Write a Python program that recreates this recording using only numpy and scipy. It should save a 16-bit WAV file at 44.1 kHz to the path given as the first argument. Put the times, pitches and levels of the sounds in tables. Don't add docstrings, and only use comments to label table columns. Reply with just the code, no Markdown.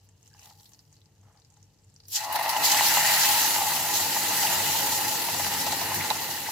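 import sys
import numpy as np
from scipy import signal
from scipy.fft import rfft, irfft
from scipy.io import wavfile
from scipy.ndimage import uniform_filter1d

SR = 44100
rng = np.random.default_rng(int(sys.argv[2]) if len(sys.argv) > 2 else 0)


def gain_from_decibels(decibels):
    exponent = np.asarray(decibels, float) / 20
    return 10 ** exponent


def output_pcm(signal):
    pcm = np.clip(np.atleast_2d(signal).T, -1, 1) * 32767
    wavfile.write(sys.argv[1], SR, np.round(pcm).astype(np.int16))


N = 287310
T = np.arange(N) / SR
HZ = np.fft.rfftfreq(N, 1 / SR)
POUR_S = 2.083

# (frequency [Hz], likeness [0 to 1])
PORT_LIKENESS = [(65, .95), (100, .99), (200, .95), (300, .8), (460, .52), (690, .8), (820, .96),
                 (1150, .72), (1900, .62), (3100, .18), (4400, .25), (7000, .04)]
# (frequency [Hz], lead [rad])
PORT_LEAD = [(200, 0), (370, -1.0), (500, -.8), (600, .15), (950, -.5), (1250, -.1), (2200, -.8), (2700, 0)]
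# (frequency [Hz], left-right [dB])
PORT_LEAN = [(65, 1), (150, 1.6), (220, 3.3), (300, 3), (490, -6), (600, 3), (820, 3.2), (1150, -1),
             (1900, 0), (15000, .5)]
# (frequency [Hz], relative density [dB per Hz])
KITCHEN_AIR = [(18, -47), (30, -17), (106, -7), (384, -27), (449, -14), (499, -18), (844, -22),
               (1220, -28.5), (3580, -30), (6720, -24), (16000, -52)]
# (mean frequency [Hz], level [dB])
HUM_TONES = [(100, -69), (447, -79)]
# (frequency [Hz], width [Hz], relative level under the flame [dB], relative level under the boiling [dB])
STOVE_MODES = [(64.7, 31, -6.5, -22), (95.3, 22.5, 2, -6.5), (147.6, 11, -2, -3), (198, 12, -10, -5.5),
               (282.4, 91, -18.5, -3.5), (348.3, 11, -22, -0.5), (448.7, 28, -28, -2.5),
               (546, 15.6, -29, -2)]
# (time [s], level [dB])
BASE_SEETHE = [(2.1, -72), (2.23, -68), (2.33, -53), (2.52, -52), (2.61, -45.5), (3.8, -47), (4.45, -42.5),
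               (5.2, -43.5), (5.6, -42.5), (6.3, -45), (6.51, -48)]
# (tearing jets [dB], fine jets [dB], pan ring [dB])
STEADY_SIZZLE = (-75, -82, -81)
# (time [s], fade [s], tearing jets [dB], fine jets [dB], pan ring [dB])
PASTE_STIRS = [(.05, .015, -68, -68, -88), (.27, 0.069, -66, -71, -80), (.46, 0.056, -51, -57, -58),
               (.65, 0.12, -60, -62.5, -73), (.95, 0.076, -69, -85, -81), (1.28, 0.074, -85, -88, -79),
               (1.58, 0.087, -72, -82, -78), (1.98, .05, -68, -84, -90)]
# (time [s], peak level [dB], pitch [Hz], left-right [dB])
FAT_TICKS = [(0.089, -48, 6950, 1.0), (0.229, -44, 6540, -2), (0.2598, -48, 5400, -1.0),
             (0.2763, -44, 6700, -4), (0.3391, -45, 5050, -3), (0.3676, -48, 6150, 0.5),
             (0.3935, -40, 5700, 0.5), (0.4309, -41, 6140, -3), (0.5975, -44, 4300, 0.0),
             (0.6564, -42.5, 4000, 4), (0.6918, -43, 7440, 0.0), (0.7462, -46.5, 4600, -1.0),
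             (0.7913, -41, 4940, -3), (0.927, -44, 6400, 3), (0.9662, -48, 4600, 2.5),
             (1.016, -49, 3900, 2), (1.058, -48.5, 5030, 0.0), (1.3733, -51, 4700, 7),
             (1.3987, -50, 6200, 2.0), (1.4192, -53, 4300, 9), (1.448, -47, 4760, 0.5),
             (1.502, -47, 6700, -6), (1.5229, -52, 6780, -0.5), (1.5404, -47, 6460, 1.0),
             (1.5718, -46, 6240, 1.0), (1.6277, -45, 6250, -3), (1.6535, -55, 6440, 2),
             (1.7884, -57, 4830, 0), (1.8467, -50, 6930, -3), (1.941, -49, 7460, -3.0),
             (1.9625, -41.5, 5400, 1.0), (2.0025, -40, 4570, 1), (2.0358, -48, 4790, 0.5),
             (2.0537, -46, 4810, -1.5), (2.0832, -37, 6070, -4)]
# (frequency [Hz], width [Hz], relative level [dB])
PAN_MODES = [(662.6, 90, -11), (776.7, 19, -5.5), (833.5, 35.6, 0), (890, 71.4, -2), (954, 47.4, -4.5),
             (1006, 43, -9), (1090, 27, -13), (1192, 43, -14.5), (1341, 16, -5), (1412, 29, -7),
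             (1733, 235, -6.5), (1700, 91, -15.5), (1864, 46, -5), (2031, 62, -2), (2081, 55, -4),
             (2324, 112, -9), (2592, 41, -4.5), (2747, 145, -5.5), (2900, 250, 0), (2969, 250, -3),
             (4050, 960, -12)]
# (time [s], peak level of the low modes [dB], upper against low modes [dB])
SPOON_NUDGES = [(0.348, -52, -6), (0.472, -56, -7), (0.509, -47, -16), (0.605, -57, -5), (0.72, -60, 1),
                (1.353, -56, -12), (1.522, -65, -10), (1.569, -57.5, -12)]
# (start [s], end [s], level [dB], rasp frequency [Hz], rasp width [Hz])
SPOON_STROKES = [(.23, 0.306, -74, 2900, 505), (.3, .42, -72, 1660, 250), (0.325, 0.378, -73, 2900, 400),
                 (0.37, .472, -64.5, 2750, 500), (.35, 0.643, -69, 814, 70),
                 (1.225, 1.42, -68.5, 790, 1100)]
# (time [s], hiss level [dB])
STEAM_HISS = [(2.09, -84), (2.13, -37.5), (2.2, -42), (2.3, -46), (2.45, -43.5), (2.6, -37), (2.66, -31),
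              (2.8, -27), (3.32, -24), (3.66, -30), (3.9, -30.5), (4.15, -30.5), (4.44, -28), (4.7, -29),
              (5.0, -30), (5.5, -33), (6.0, -35), (6.25, -36.5), (6.51, -37.5)]
# (frequency [Hz], relative density [dB per Hz])
COARSE_JETS = [(1820, -7), (3100, 0), (3670, -4), (4050, 0), (5840, -3), (6440, -1), (7840, -2.5),
               (8770, -12.5), (9500, -13.5), (12400, -31), (20900, -120)]
# (frequency [Hz], relative density [dB per Hz])
TEARING_JETS = [(880, -51), (1500, -32), (3230, -2), (3520, -7), (3940, -1), (6250, -2.5), (8040, -4),
                (8930, -19), (12000, -10), (15600, -39), (22000, -120)]
# (frequency [Hz], relative density [dB per Hz])
FINE_JETS = [(5000, -47), (8500, -6), (9150, -4), (10800, 2.5), (12600, 2.5), (15100, 2.5), (15900, -11.5)]
# (time [s], fine jets [dB], tearing jets [dB], rise [s], fade [s])
JET_SPURTS = [(2.0833, -44, -66, .001, 0.017), (2.13, -35, -45, 0.017, 0.034),
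              (2.16, -33, -24, 0.019, 0.024), (2.249, -45, -33, .015, 0.008),
              (2.325, -28, -39, 0.00083, .014), (2.36, -26, -34, .008, 0.008),
              (2.397, -31, -40, .006, 0.0083), (2.426, -33, -36, .001, 0.043),
              (2.493, -28, -28, 0.0047, 0.028), (2.57, -34, -33, .01, .02),
              (2.65, -24, -20.5, 0.022, 0.054), (2.865, -24, -23.5, 0.018, 0.043),
              (2.72, -32, -24.5, 0.017, 0.072), (2.94, -26, -27, .01, 0.024), (2.99, -39, -31, .01, 0.014),
              (3.139, -31, -24.5, 0.023, 0.0062), (3.94, -33, -26.5, 0.0035, 0.11),
              (4.44, -32, -28, 0.047, 0.013), (5.55, -41, -33, 0.014, 0.013), (5.62, -33, -30, 0.056, .008),
              (5.67, -47, -31, 0.009, 0.015), (5.725, -43, -28, .01, .015), (5.81, -44, -36, .003, .02),
              (5.945, -28, -30, .002, 0.032), (6.22, -39, -35, 0.017, 0.022),
              (6.31, -34, -32, 0.0072, 0.022)]
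# (time [s], level of the low modes [dB], upper against low modes [dB])
BUBBLE_BOIL = [(2.09, -80, -4), (2.16, -50.5, 7), (2.21, -39.5, 1.5), (2.28, -32, -12), (2.36, -30.5, -3.5),
               (2.55, -30, -3), (2.8, -30, 1.5), (3.1, -30, 3.5), (3.4, -31.5, 1), (3.65, -31, -4.5),
               (4.1, -36, 0.5), (4.5, -33.5, 1), (5.0, -35, -0.5), (5.3, -38, 1), (5.6, -37, 2),
               (5.9, -34, -0.5), (6.1, -37.5, 1), (6.51, -43.5, 2)]
# (time [s], peak level [dB])
BUBBLE_CLUSTERS = [(2.281, -38), (2.362, -22.5), (2.415, -26), (2.679, -30), (2.77, -29), (3.121, -25.5),
                   (3.3, -32), (3.62, -30), (4.058, -28.5), (4.171, -24.5), (4.31, -31), (4.53, -24),
                   (4.7, -31), (4.88, -31), (4.989, -26.5), (5.22, -31), (5.288, -27), (5.35, -27),
                   (5.4, -24.5), (5.67, -28), (5.729, -24.5), (5.819, -28), (6.07, -34), (6.113, -26),
                   (6.221, -37), (6.291, -33.5), (6.49, -32.5)]
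# (time [s], peak level of the low modes [dB], upper against low modes [dB])
BUBBLE_POPS = [(2.358, -21.5, -6), (2.395, -22, -6), (2.461, -17.5, -5), (2.565, -24, 6), (2.644, -26, -7),
               (2.746, -21, 4), (2.809, -14, -4), (2.972, -13.5, -8), (3.103, -26, -12), (3.242, -31, -6),
               (3.341, -33, -10), (3.563, -19.5, -16), (3.615, -26, -10), (3.702, -24.5, -14),
               (4.164, -21, -14), (4.319, -36, -5), (4.433, -20.5, 2), (4.515, -29, -6), (5.287, -21, -3),
               (5.466, -22.5, -5), (5.552, -25.5, -14), (5.709, -28, -4), (5.807, -31, -1),
               (5.898, -25, -12), (6.108, -22, -8)]
# (time [s], peak level [dB], pitch [Hz], left-right [dB])
MILK_SNAPS = [(2.366, -24, 1850, -0.5), (3.3104, -23, 2880, -3), (3.4298, -20, 4010, 0),
              (6.103, -13.5, 4050, -9)]
# (time [s], peak level of the tone [dB], pitch at the peak [Hz], left-right [dB])
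SAUCE_PLOPS = [(2.795, -24, 1920, 5), (4.471, -29.5, 2780, 0), (5.445, -35, 1920, -1),
               (6.014, -29.5, 1960, 4), (6.467, -36, 1970, -1)]


def evened(x):
    return x / np.sqrt(np.mean(x ** 2) + 1e-20)


def read(points, hz):
    f, value = np.transpose(points)
    return np.interp(np.log(hz + 1), np.log(f + 1), value)


def columns(rows):
    s, *values = np.transpose(rows)
    return [np.interp(T, s, v) for v in values]


def sides(left_right_db):
    return gain_from_decibels(np.array([[left_right_db], [-left_right_db]]) / 2)


def add_at(out, s, sound):
    part = out[:, round(s * SR):][:, :sound.shape[1]]
    part += sound[:, :part.shape[1]]


def ring(x, hz, width):
    return signal.lfilter(*signal.iirpeak(hz, hz / width, SR), x)


def bursts(per_s, spread_db, decay_s, steady):
    size_db = spread_db * np.minimum(rng.exponential(1, N), 4)
    size = gain_from_decibels(size_db) * (rng.random(N) < per_s / SR)
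    power = signal.lfilter([1], [1, -np.exp(-1 / (decay_s * SR))], size ** 2)
    return np.sqrt(steady + power / power.mean())


def swells(s, db, rise_s, fade_s):
    t = np.arange(N // 16 + 2) * 16 / SR
    power = np.zeros(len(t))
    for at, peak_db, rise, fade in np.broadcast(s, db, rise_s, fade_s):
        away = np.where(t < at, (at - t) / rise, (t - at) / fade)
        power += gain_from_decibels(peak_db) ** 2 * np.exp(-2 * away)
    return np.interp(T, t, power)


def ports(loudness):
    left, other = rfft(loudness * rng.standard_normal((2, N)))
    same = np.clip(read(PORT_LIKENESS, HZ), 0, 1)
    shared = same * left * np.exp(-1j * read(PORT_LEAD, HZ))
    right = shared + np.sqrt(1 - same ** 2) * other
    lean_db = read(PORT_LEAN, HZ) / 2
    return irfft(np.array([left * gain_from_decibels(lean_db), right * gain_from_decibels(-lean_db)]), N)


def kitchen():
    air_db, waver_hz = -72.5, 3.7
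    air = irfft(rfft(ports(np.ones(N))) * gain_from_decibels(read(KITCHEN_AIR, HZ)) * (HZ > 300), N)
    waver = evened(uniform_filter1d(rng.standard_normal((len(HUM_TONES), N)), size=6000))
    hum = np.zeros(N)
    for (hz, db), w in zip(HUM_TONES, waver):
        hum += gain_from_decibels(db) * np.sin(2 * np.pi * np.cumsum(hz + waver_hz * w) / SR)
    return gain_from_decibels(air_db) * evened(air) + hum * sides(1.2)


def stove():
    flame_db, sway_db = -59, 1.5
    depth_db, deepen_db_per_s = -4, 0.61
    flame, seethe = ports(np.ones(N)), ports(np.ones(N))
    roar, drum = 0, []
    for hz, width, under_flame_db, under_boil_db in STOVE_MODES:
        roar += gain_from_decibels(under_flame_db) * ring(ring(flame, hz, 1.1 * width), hz, 1.1 * width)
        drum.append(gain_from_decibels(under_boil_db) * ring(ring(seethe, hz, 1.6 * width), hz, 1.45 * width))
    deep, body = evened(sum(drum[:4])), evened(sum(drum[4:]))
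    steps = np.arange(0, T[-1] + .2, .1)
    body_sway, deep_sway = [gain_from_decibels(sway_db * np.interp(T, steps, d))
                            for d in rng.standard_normal((2, len(steps)))]
    level = (T > POUR_S) * gain_from_decibels(columns(BASE_SEETHE)[0])
    deep_gain = gain_from_decibels(depth_db + deepen_db_per_s * (T - POUR_S)) * deep_sway
    return gain_from_decibels(flame_db) * evened(roar) + level * (body_sway * body + deep_gain * deep)


def dry_sizzle(index):
    s, fade_s, *part_db = np.transpose(PASTE_STIRS)
    return gain_from_decibels(STEADY_SIZZLE[index]) ** 2 + swells(s, part_db[index], 0.91 * fade_s, fade_s)


def ticks(rows, click):
    out, t = np.zeros((2, N)), np.arange(1500) / SR
    fade = np.exp(-t / 0.0011) + 0.43 * np.exp(-t / 0.011)
    snaps = rng.standard_normal((len(rows), 2, len(t))) * fade + 1.2 * (t == 0)
    for (s, db, hz, left_right_db), snap in zip(rows, snaps):
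        sound = ring(ring(snap, hz, 0.25 * hz), hz, 0.49 * hz) + click * ring(snap, 2300, 3100)
        add_at(out, s, gain_from_decibels(db) * sides(left_right_db) * sound / abs(sound).max())
    return out


def small_ticks():
    count, faintest_db, spread_db = 60, -62, 3.5
    low_hz, high_hz = 4250, 7900
    when, size, pitch, side = rng.random((count, 4)).T
    level_db = faintest_db - spread_db * np.log(1 - size)
    return np.transpose([when * POUR_S, level_db, low_hz + (high_hz - low_hz) * pitch, 8 * (side - .5)])


def pan_air(drive, weights):
    drive = signal.lfilter(*signal.butter(2, 650, "high", fs=SR), drive)
    low = high = 0
    for weight, (hz, width, db) in zip(weights, PAN_MODES):
        mode = weight * gain_from_decibels(db) * ring(drive, hz, width)
        if hz < 1250:
            low = low + mode
        else:
            high = high + mode
    return low, high


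def blows(rows, puff_s, steel):
    wall_hz, wall_width_hz = 838, 18
    out, t = np.zeros((2, N)), np.arange(3000) / SR
    puffs = (t == 0) + 0.098 * rng.standard_normal((len(rows), len(t))) * np.exp(-t / puff_s)
    puffs = signal.lfilter(*signal.butter(2, 3500, fs=SR), puffs)
    for (s, db, sharp_db), puff in zip(rows, puffs):
        low, high = pan_air(puff, np.ones(len(PAN_MODES)))
        wall = ring(puff, wall_hz, wall_width_hz)
        sound = low / abs(low).max() + gain_from_decibels(sharp_db) * high / abs(high).max()
        sound = sound + steel * wall / abs(wall).max()
        add_at(out, s, gain_from_decibels(db) * sound * sides(2.4))
    return out


def scrapes():
    slips = ports(bursts(per_s=150, spread_db=-2.5, decay_s=.0015, steady=0.5))
    out = np.zeros((2, N))
    for start, end, db, hz, width in SPOON_STROKES:
        stroke = np.interp(T, [start, start + 0.0088, end - .04, end], [0.12, 0.86, 1.0, 0.072])
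        out += gain_from_decibels(db) * stroke * evened(ring(ring(slips, hz, width), hz, width))
    return out


def colour(x, spectrum, patchy_db):
    hz, t, z = signal.stft(x, SR, nperseg=256, noverlap=192)
    field = rng.standard_normal(z.shape[1:])
    patches = evened(uniform_filter1d(uniform_filter1d(field, size=7, axis=0), size=30, axis=1))
    small_jets = hz ** 2 / (hz ** 2 + 2500 ** 2)
    z = z * gain_from_decibels(read(spectrum, hz)[:, None] + patchy_db * patches) * small_jets[:, None]
    return evened(signal.istft(z, SR, nperseg=256, noverlap=192)[1][:, :N])


def steam():
    bright_db, bright_per_db, full_hiss_db = -1, -0.1, -23.5
    first_dull_db, first_dull_s = 6, 0.17
    hiss_db, = columns(STEAM_HISS)
    fine_hiss_db = hiss_db + bright_db + bright_per_db * (hiss_db - full_hiss_db)
    fine_hiss_db -= first_dull_db * np.exp(-abs(T - POUR_S) / first_dull_s)

    spitting = bursts(per_s=180, spread_db=2.0, decay_s=0.0011, steady=0.45)
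    rushing = bursts(per_s=1200, spread_db=3.0, decay_s=0.0053, steady=0.74)
    wet = T > POUR_S
    flicker = np.where(wet, evened(rushing), evened(spitting))
    coarse = colour(ports(rushing), COARSE_JETS, patchy_db=1.5)
    tearing = colour(ports(flicker), TEARING_JETS, patchy_db=2.1)
    fine = colour(ports(rushing), FINE_JETS, patchy_db=0.9)

    s, fine_db, tearing_db, rise_s, fade_s = np.transpose(JET_SPURTS)
    tearing_power = dry_sizzle(index=0) + swells(s, tearing_db, rise_s, fade_s)
    fine_power = dry_sizzle(index=1) + wet * gain_from_decibels(fine_hiss_db) ** 2 + swells(s, fine_db, rise_s, fade_s)
    return coarse * wet * gain_from_decibels(hiss_db) + tearing * np.sqrt(tearing_power) + fine * np.sqrt(fine_power)


def boiling():
    cluster_rise_s, cluster_fall_s, cluster_sharp_db = 0.0037, 0.0078, -12.5
    boil_db, sharp_db = columns(BUBBLE_BOIL)
    steps = np.arange(0, T[-1] + .1, .04)
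    drift_db = 1.2 * rng.standard_normal((len(PAN_MODES), len(steps)))
    weights = [(-1) ** k * gain_from_decibels(np.interp(T, steps, d)) for k, d in enumerate(drift_db)]
    bubbles = ports(bursts(per_s=440, spread_db=2.0, decay_s=0.0014, steady=1.1))
    low, high = pan_air(bubbles, weights)
    steady = dry_sizzle(index=2) + (T > POUR_S) * gain_from_decibels(boil_db) ** 2
    clusters = swells(*np.transpose(BUBBLE_CLUSTERS), cluster_rise_s, cluster_fall_s)
    high_power = steady * gain_from_decibels(sharp_db) ** 2 + clusters * gain_from_decibels(cluster_sharp_db) ** 2
    return np.sqrt(steady + clusters) * evened(low) + np.sqrt(high_power) * evened(high)


def plops():
    rise_s, fade_s, glide, glide_s = 0.0065, 0.0089, 0.079, 0.049
    out, froth = np.zeros((2, N)), rng.standard_normal(N)
    for s, db, hz, left_right_db in SAUCE_PLOPS:
        bend = 1 + glide * np.clip((T - s) / glide_s, -1, 1)
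        tone = np.sin(2 * np.pi * hz * (T - s) * bend)
        sound = tone + evened(ring(ring(froth, hz, 800), hz, 800))
        out += np.sqrt(swells(s, db, rise_s, fade_s)) * sound * sides(left_right_db)
    return out


def scene():
    fat = ticks(FAT_TICKS, click=0.18) + ticks(small_ticks(), click=0.24)
    spoon = blows(SPOON_NUDGES, puff_s=0.0033, steel=0.44) + scrapes()
    bubbles = blows(BUBBLE_POPS, puff_s=.003, steel=.15) + ticks(MILK_SNAPS, click=0.7) + plops()
    return kitchen() + stove() + fat + spoon + steam() + boiling() + bubbles


def band_limit(x):
    return signal.sosfilt(signal.butter(12, 17000, fs=SR, output="sos"), x)


def record(dry):
    mix = signal.lfilter(*signal.butter(1, 70, "high", fs=SR), dry)
    edge = signal.firwin(401, 16080, window=("kaiser", 8), fs=SR)
    mix = signal.oaconvolve(mix, edge[None], "same", axes=1)
    return band_limit(mix)


dry = scene()
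out = record(dry)
output_pcm(out)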